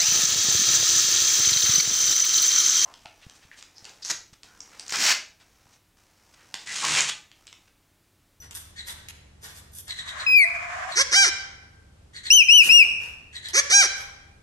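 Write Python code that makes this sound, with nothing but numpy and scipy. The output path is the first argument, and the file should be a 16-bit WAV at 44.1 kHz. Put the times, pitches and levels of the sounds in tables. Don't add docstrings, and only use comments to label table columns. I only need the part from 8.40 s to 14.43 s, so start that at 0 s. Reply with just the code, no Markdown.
import sys
import numpy as np
from scipy import signal
from scipy.fft import rfft, irfft, next_fast_len
from scipy.io import wavfile
from scipy.ndimage import uniform_filter1d, minimum_filter1d, map_coordinates

SR = 44100
rng = np.random.default_rng(int(sys.argv[2]) if len(sys.argv) > 2 else 0)


def file_out(sig):
    cols = np.atleast_2d(sig).T
    lim = np.clip(cols, -1, 1)
    pcm = np.round(lim * 32767).astype(np.int16)
    wavfile.write(sys.argv[1], SR, pcm)


N = 265878
TOP_HZ = 13200


def amp(db):
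    return 10 ** (np.asarray(db) / 20)


def unit(x):
    return x / np.sqrt(np.mean(x ** 2) + 1e-20)


def along(points, hz):
    f, v = np.transpose(points)
    return np.interp(np.log(hz + 1), np.log(f), v)


def wobble(rate, size):
    knots = rng.standard_normal(int(size * rate / SR) + 4)
    return map_coordinates(knots, [np.arange(size) * rate / SR])


def filtered(x, response):
    size = x.shape[-1]
    m = next_fast_len(size + 8192)
    return irfft(rfft(x, m) * response(np.fft.rfftfreq(m, 1 / SR)), m)[..., :size]


def noise(colour, size):
    return unit(filtered(rng.standard_normal(size), lambda hz: amp(along(colour, hz))))


def ringing(x, colour):
    m = next_fast_len(len(x) + 2048)
    cepstrum = irfft(np.log(amp(along(colour, np.fft.rfftfreq(m, 1 / SR)))), m)
    cepstrum[1:m // 2] *= 2
    cepstrum[m // 2 + 1:] = 0
    return irfft(rfft(x, m) * np.exp(rfft(cepstrum)), m)[:len(x)]


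def gesture(points, glide_s):
    times, values = np.transpose(points)
    curve = np.interp(np.arange(times[0], times[-1], 1 / SR), times, values)
    size = int(glide_s * SR)
    padded = np.pad(curve, size, "reflect", reflect_type="odd")
    return times[0], uniform_filter1d(padded, size)[size:-size]


def add(track, s, sound):
    start = max(0, round(s * SR))
    track[start:start + len(sound)] += sound[:N - start]


def faded(x, edge_s):
    return x * signal.windows.tukey(len(x), min(1, 2 * edge_s * SR / len(x)))


def phase_of(hz):
    return 2 * np.pi * np.cumsum(hz) / SR


def from_top(t, rise, fall):
    return np.clip(np.maximum((rise - t) / rise, (t - rise) / fall), 0, 1)


# f/Hz, relative level/dB
ROOM_TONE = [(15, -41.5), (25, -9.5), (86, -7), (170, -18), (433, -22.5), (1110, -30.5), (9000, -40),
             (13000, -51.5)]
# f/Hz, correlation
MIC_LIKENESS = [(60, 0.96), (150, 1), (400, 0.13), (1500, 0.045)]


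def room_tone(level_db=-56):
    def mid_side_gains(hz):
        angle = np.arccos(along(MIC_LIKENESS, hz)) / 2
        return np.array([np.cos(angle), np.sin(angle)])
    mid, side = filtered(np.array([noise(ROOM_TONE, N), noise(ROOM_TONE, N)]), mid_side_gains)
    return amp(level_db) * np.array([mid + side, mid - side])


# f/Hz, level/dB before the swell
HUM_PARTIALS = [(73.5, -58.5), (96.9, -63.5), (145.3, -67.5), (193.8, -72)]
# t/s, gain/dB
HUM_SWELL = [(0, 1), (1.3, 2), (1.7, -1.5)]


def machine_hum(waver_db=0.48, waver_hz=2.4):
    hum = np.zeros(N)
    for hz, db in HUM_PARTIALS:
        gain = amp(db + waver_db * wobble(2.4, N))
        hum += gain * unit(np.sin(phase_of(hz + waver_hz * wobble(19, N))))
    return amp(np.interp(np.arange(N) / SR, *np.transpose(HUM_SWELL))) * hum


# f/Hz, t60/s
ROOM_DECAY = [(400, 1), (1000, 1), (2800, 0.76), (6000, 0.65), (12000, 0.39)]
# f/Hz, gain/dB
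ECHO_COLOUR = [(400, -2.5), (800, -1.5), (1600, -2.5), (2500, -0.5), (5500, -4), (12000, -4)]


def room(x, early_db, tail_db, count=24, build_s=0.035):
    hz, t, spectrum = signal.stft(rng.standard_normal((2, SR)), SR, nperseg=256)
    decay = amp(-60 * t / along(ROOM_DECAY, hz)[:, None])
    tail = signal.istft(spectrum * decay, SR, nperseg=256)[1]
    tail *= 1 - np.exp(-np.arange(tail.shape[1]) / SR / build_s)
    response = amp(tail_db) * tail / np.linalg.norm(tail[0])
    for channel in response:
        arrivals = (rng.uniform(0.0018, 0.024, count) * SR).astype(int)
        channel[arrivals] += amp(early_db) * rng.choice([-1, 1], count) / np.sqrt(count)
    echoes = signal.fftconvolve(x[None], response, axes=1)[:, :N]
    return filtered(echoes, lambda hz: amp(along(ECHO_COLOUR, hz)))


# t/s, relative level/dB
HUSK_LEVEL = [(1.6, -59.5), (1.746, -42.5), (1.86, -39.5), (1.956, -52.5), (2.152, -43), (2.42, -37.5),
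              (2.555, -40.5)]
# f/Hz, relative level/dB
HUSK_COLOUR = [(400, -24), (620, 3), (860, -1), (1100, 12.5), (1350, 6), (1700, 11.5), (2300, 2.5),
               (2700, -3), (4000, -12.5), (7000, -9.5), (13000, -36)]


def hoarse_call(husk_gain_db=4, flutter_db=2, tone_at_s=2.01, tone_s=.52, tone_db=-40.5, swell_db=7):
    out = np.zeros((2, N))
    s, db = gesture(HUSK_LEVEL, glide_s=0.029)
    t = np.arange(0, tone_s, 1 / SR)
    progress = t / t[-1]
    hz = 676.6 + 86 * t
    jitter = .012 + .045 * progress
    tone_gain = amp(tone_db + swell_db * (progress - .5))
    for channel in out:
        husk = amp(husk_gain_db + db + flutter_db * wobble(50, len(db))) * noise(HUSK_COLOUR, len(db))
        phase = phase_of(hz * (1 + jitter * wobble(150, len(t))))
        tone = unit(np.sin(phase) * amp(2.5 * wobble(90, len(t))))
        add(channel, s, faded(husk, edge_s=0.0036))
        add(channel, tone_at_s, faded(tone_gain * tone, edge_s=0.016))
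    return out


def cage_scatter(x, db, count):
    response = np.zeros((2, SR // 50))
    for channel in response:
        arrivals = (rng.uniform(.0003, .006, count) * SR).astype(int)
        channel[arrivals] = amp(db) * rng.choice([-1, 1], count) / np.sqrt(count)
    return signal.fftconvolve(x[None], response, axes=1)[:, :N]


# f/Hz, level/dB
NEAR_BALANCE = [(1500, -2), (2700, 7.5), (5000, -4), (5600, 0), (6200, 9.5), (7200, -3), (8500, 13),
                (9500, -6), (11200, -24), (13000, -12.5)]
# f/Hz, phase/rad
NEAR_LEAD = [(200, .1), (900, 2.7), (2300, 1.9), (3900, 1.9), (4500, 6.2), (5500, 4.9), (6700, 7.5),
             (7600, 7.26), (9000, 11), (12500, 10.6)]
# f/Hz, level/dB
HEAD_DOWN_BALANCE = [(420, 2), (1600, -5.5), (2400, 5.5), (3100, 0.5), (5800, -3), (8000, 4), (11500, -15)]
# f/Hz, phase/rad
HEAD_DOWN_LEAD = [(500, 0.61), (2800, 2.74), (3600, 3.88), (4600, 5.47), (5600, 5.9), (7000, 7.5),
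                  (8000, 11)]


def microphones(x, balance, lead):
    def response(hz):
        sides = np.array([[.5], [-.5]])
        shade = amp(sides * along(balance, hz))
        return shade / np.sqrt(np.mean(shade ** 2, axis=0)) * np.exp(1j * sides * along(lead, hz))
    return filtered(x, response)


# peak t/s, level/dB, fade/s
WING_FLAPS = [(4.288, -42, .12)]
# f/Hz, relative level/dB
WING_COLOUR = [(60, -36), (140, -0.5), (2200, -8.5), (4000, -48)]


def wing_flap(lumps_db=3, rise_share=0.42):
    out = np.zeros(N)
    for s, db, fade in WING_FLAPS:
        rise = rise_share * fade
        t = np.arange(-rise, fade, 1 / SR)
        swell = np.cos(np.pi / 2 * t / np.where(t < 0, rise, fade))
        lumps = amp(db + lumps_db * wobble(83, len(t)))
        add(out, s + t[0], swell * lumps * noise(WING_COLOUR, len(t)))
    return out


# peak t/s, relative level/dB, fade/s, tilt/(dB per octave), wire ring/dB
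FEATHER_STROKES = [(0.016, -48, 0.027, -0.5, -6), (0.158, -38, 0.039, 3.5, 7.5),
                   (0.478, -35, 0.035, 1.5, 4.5), (1.038, -41, 0.066, 1, -2), (1.157, -44.5, 0.045, 4, -3),
                   (1.344, -37.5, 0.054, 7.5, 4), (4.232, -22.5, 0.085, 5, -14.5),
                   (4.61, -45.5, 0.081, -1, -6.5), (5.57, -46, 0.075, -0.5, -1.5)]
# f/Hz, relative level/dB
FEATHER_COLOUR = [(240, -36), (400, -8.5), (1790, -1), (2300, -9.5), (5270, -6.5), (13000, -13)]
# f/Hz, width/Hz, gain/dB
WIRE_MODES = [(3470, 110, 4.5), (6100, 60, 0), (8900, 810, 0), (11800, 610, -3.5)]


def rustles(attack_s=.014, grain_db=4.5, catch_db=3, brush_gain_db=-3, wire_gain_db=-4):
    brush, wires = np.zeros(N), np.zeros(N)
    for s, db, fade, tilt_db, ring_db in FEATHER_STROKES:
        t = np.arange(-2 * attack_s, 3 * fade, 1 / SR)
        swell = np.exp(-np.abs(t / np.where(t < 0, attack_s, fade)) ** 1.5)
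        friction = noise([(hz, level + tilt_db * np.log2(hz)) for hz, level in FEATHER_COLOUR], len(t))
        grains = amp(grain_db * wobble(900, len(t)) + catch_db * wobble(110, len(t)))
        stroke = amp(db) * swell * unit(friction * grains)
        add(brush, s + t[0], amp(brush_gain_db) * stroke)
        add(wires, s + t[0], amp(wire_gain_db + ring_db) * stroke)
    return brush + filtered(wires, lambda f: sum(
        amp(db) * 1j * f * width / (hz ** 2 - f ** 2 + 1j * f * width) for hz, width, db in WIRE_MODES))


# t/s, relative level/dB
DRY_CLICKS = [(0.11, -36), (0.6858, -30.5), (1.481, -33.5), (3.902, -27), (5.0863, -30)]
# f/Hz, relative level/dB
CLICK_COLOUR = [(240, -63), (600, -15), (6010, -13), (13000, -21)]


def clicks(snap_t60=0.0057, tail_t60=.05, tail_db=-14, gain_db=2):
    out = np.zeros(N)
    t = np.arange(SR // 10) / SR
    decay = amp(-60 * t / snap_t60) + amp(tail_db - 60 * t / tail_t60)
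    for s, db in DRY_CLICKS:
        add(out, s, amp(db + gain_db) * decay * noise(CLICK_COLOUR, len(t)))
    return out


# centre t/s, relative level/dB, main resonance f/Hz
SOFT_CHIPS = [(0.393, -28.5, 4080), (.496, -31, 3950), (1.506, -27, 4100), (1.593, -27, 3900),
              (1.689, -25.5, 3815), (1.806, -26.5, 4090), (2.527, -26.5, 4110), (3.769, -29.5, 4200),
              (3.867, -25, 4180), (4.961, -28.5, 4050), (5.059, -27.5, 4003)]
# f/Hz, relative level/dB
RASP_COLOUR = [(700, -24), (1400, 0.5), (1900, 17.5), (2600, -14), (3300, 8), (4200, 3.5), (5000, -10),
               (6000, 0.5), (8200, 0.5), (13000, -26.5)]
# multiple of the main resonance, relative level/dB
BEAK_MODES = [(.5, -7.5), (.88, -7), (1, 2.5), (1.5, -17), (2, -12)]


def chips(rasp_db=-15, burst_db=-2, scatter_db=3, burst_t60=.012, count=30, drop=.09, drop_s=.016):
    out = np.zeros(N)
    t = np.arange(-.04, .05, 1 / SR)
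    for s, db, hz in SOFT_CHIPS:
        rasp = amp(rasp_db) * noise(RASP_COLOUR, len(t)) * np.exp(-np.abs(t) / .05)
        onsets = t[0] + .09 * (np.arange(count) + rng.uniform(0, 1, count))[:, None] / count
        age = np.maximum(t - onsets, 0)
        sizes = amp(scatter_db * rng.standard_normal(onsets.shape)) * np.exp(-np.abs(onsets) / .0084)
        bursts = ((age > 0) * sizes * amp(-60 * age / burst_t60)).sum(0)
        phase = phase_of(hz * (1 - drop * np.tanh(t / drop_s)))
        note = sum(amp(burst_db + mode_db) * np.sin(ratio * phase) for ratio, mode_db in BEAK_MODES)
        add(out, s + t[0], amp(db) * faded(rasp + bursts * note, edge_s=.012))
    return out


# t/s, length/s, rise/s,
# top pulse rate f/Hz, top level/dB, flatness of the rise, least roughness 0-1, throat pitch ratio
RAIL_SQUAWKS = [(2.548, 0.079, 0.086, 560.6, -10.5, 1.56, 0.53, .99),
                (2.708, 0.19, .09, 792, -9, 2.1, 0.06, 0.964),
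                (5.128, 0.078, .07, 583, -9.5, 1.15, 0.5, 1.03),
                (5.29, 0.18, 0.088, 804.3, -9, 2.65, 0, 1.004)]
# f/Hz, relative gain/dB
SQUAWK_THROAT = [(200, -43), (360, -10), (550, -14), (800, -19), (1100, -9.5), (1570, -6), (2050, -4.5),
                 (2400, -7), (2750, -17.5), (3150, -9.5), (3550, -10.5), (4000, -10), (4900, -8.5),
                 (5600, -1.5), (6300, -4.5), (6800, -12), (7200, -13.5), (8800, -17), (10000, -26.5),
                 (11200, -26.5), (13000, -40.5)]


def squawks(slack_hz=333.5, slack_db=-13.5, attack_s=.024, fall_s=.09, locked=0.93, ragged=0.83):
    out = np.zeros(N)
    breath_colour = [(600, -8.5), (2000, 1.5), (3000, -6), (5800, 1.5), (9000, -0.5)]  # f/Hz, level/dB
    for s, length, rise, top_hz, top_db, flatness, least_rough, stretch in RAIL_SQUAWKS:
        t = np.arange(0, length, 1 / SR)
        size = len(t)
        effort = np.cos(np.pi / 2 * from_top(t, rise, fall_s) ** np.where(t < rise, flatness, 1.9)) ** 2
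        hz = slack_hz + (top_hz - slack_hz) * effort
        db = top_db + slack_db * (1 - effort) ** 0.96
        rough = np.clip((locked - hz / top_hz) / (locked - ragged), least_rough, 1)
        jitter, rasp, shimmer_db = .006 + .022 * rough, 1.2 * rough, 1.6 * rough
        phase = phase_of(hz * (1 + jitter * wobble(600, size)))
        pulses = unit(sum((k * hz < TOP_HZ) * amp(2 * wobble(60, size)) * np.cos(k * phase)
                          for k in range(1, 38)))
        puffs = unit(noise(breath_colour, size) * (1 + 0.47 * np.cos(phase)))
        source = (pulses + (.04 + rasp) * puffs) / np.hypot(1, rasp)
        source *= amp(shimmer_db * wobble(500, size))
        throat = [(f * stretch, level) for f, level in SQUAWK_THROAT]
        voice = amp(db) * unit(ringing(source, throat))
        add(out, s, faded(voice * np.minimum(t / attack_s, 1), edge_s=0.0091))
    return out


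# t/s, rise/s, fall/s, start f/Hz, top f/Hz, end f/Hz, level/dB, swell/dB, second partial level/dB,
# its fade/dB, upper partials level/dB, attack/s, release/s, arch power (2 = parabola)
WHISTLE_NOTES = [(0, 0.0037, 0.1, 6050, 5920, 5850, -51.5, -14, -65, 27, -45, 0.0036, .022, 1.4),
                 (1.863, 0.035, 0.15, 2553, 2515, 1967, -6, 17.5, -22.5, -9.5, -13, 0.0038, .065, 2.4),
                 (3.902, 0.043, 0.085, 2553, 3077, 2390, -3.5, 3.5, -10.5, 14, -8.5, 0.0024, .024, 1.9),
                 (4.081, .075, .073, 2410, 3002, 2417, -1, 2.5, -13, 3, -10, 0.012, .024, 1.85),
                 (4.286, 0.069, .081, 2360, 2859, 2284, -1.5, 3.5, -13.5, 3.5, -7.5, 0.015, .026, 1.95)]
# f/Hz, gain/dB
THROAT_GAIN = [(2000, -9.5), (2300, -6), (2470, -2), (2750, -4.5), (2930, -4), (3080, -5.5), (4700, -7.5),
               (5000, -5.5), (5350, -5), (5700, -1.5)]
# f/Hz, gain/dB
BEAK_GAIN = [(6800, -30), (8700, -16), (10300, -31), (12200, -19.5), (13200, -30.5)]


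def whistles(waver=0.00044, flicker_db=3, release_db=6.5, follow=0.98):
    tones, overtones = np.zeros((2, N))
    for (s, rise, fall, start_hz, top_hz, end_hz, db, swell_db,
         overtone_db, fade_db, upper_db, attack, release, arch) in WHISTLE_NOTES:
        t = np.arange(0, rise + fall, 1 / SR)
        progress = t / (rise + fall) - .5
        sag_hz = (top_hz - np.where(t < rise, start_hz, end_hz)) * from_top(t, rise, fall) ** arch
        hz = top_hz - sag_hz
        first_db = db + swell_db * progress + along(THROAT_GAIN, hz)
        second_db = overtone_db - fade_db * progress + along(THROAT_GAIN, 2 * hz)
        phase = phase_of(hz * (1 + waver * wobble(210, len(t))))
        upper = np.zeros(len(t))
        for k in (3, 4, 5):
            beak_db = along(BEAK_GAIN, k * hz) + flicker_db * wobble(70, len(t))
            upper += amp(beak_db) * np.sin(k * phase) * (k * hz < TOP_HZ)
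        dying = np.clip(1 - (t[-1] - t) / release, 0, 1)
        drive = np.minimum(t / attack, 1) * amp(-release_db * dying)
        tone = amp(first_db) * np.sin(phase) + drive * amp(second_db) * np.sin(2 * phase)
        upper *= np.sqrt(drive) * amp(upper_db + swell_db * progress + follow * (second_db - overtone_db))
        add(tones, s, faded(np.sqrt(2) * drive * tone, edge_s=0.003))
        add(overtones, s, faded(np.sqrt(2) * drive * upper, edge_s=0.003))
    return tones, overtones


def scene():
    whistle, overtones = whistles()
    squawk, chip = squawks(), chips()
    movement, click = rustles() + wing_flap(), clicks()
    echoes = room(whistle, early_db=-11, tail_db=-16.5, count=8)
    echoes += room(overtones, early_db=-7.5, tail_db=-12.5)
    echoes += room(squawk, early_db=-12.5, tail_db=-14)
    echoes += room(chip, early_db=-0.5, tail_db=-5)
    echoes += room(movement, early_db=4, tail_db=-1)
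    echoes += room(click, early_db=4.5, tail_db=-1.5)
    bars = cage_scatter(overtones + click, db=-5, count=10)
    squawk = squawk + cage_scatter(squawk, db=-9, count=16)[0]
    near = microphones(whistle + overtones + chip + movement + click, NEAR_BALANCE, NEAR_LEAD)
    near += microphones(squawk, HEAD_DOWN_BALANCE, HEAD_DOWN_LEAD)
    return near + bars + echoes + hoarse_call() + machine_hum() + room_tone()


def record(dry, threshold_db=-22, squeeze=0.29, window_s=0.0044, hold_s=0.0023, ceiling=.92):
    power = uniform_filter1d(np.mean(dry ** 2, axis=0), int(window_s * SR))
    level_db = 10 * np.log10(np.abs(power) + 1e-12)
    cut_db = -squeeze * np.maximum(level_db - threshold_db, 0)
    hold = int(hold_s * SR)
    ducked = dry * amp(uniform_filter1d(minimum_filter1d(cut_db, hold), hold))
    rounded = ducked / (1 + (ducked / ceiling) ** 8) ** (1 / 8)
    return filtered(rounded, lambda hz: hz < TOP_HZ)


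dry = scene()
out = record(dry)
file_out(out)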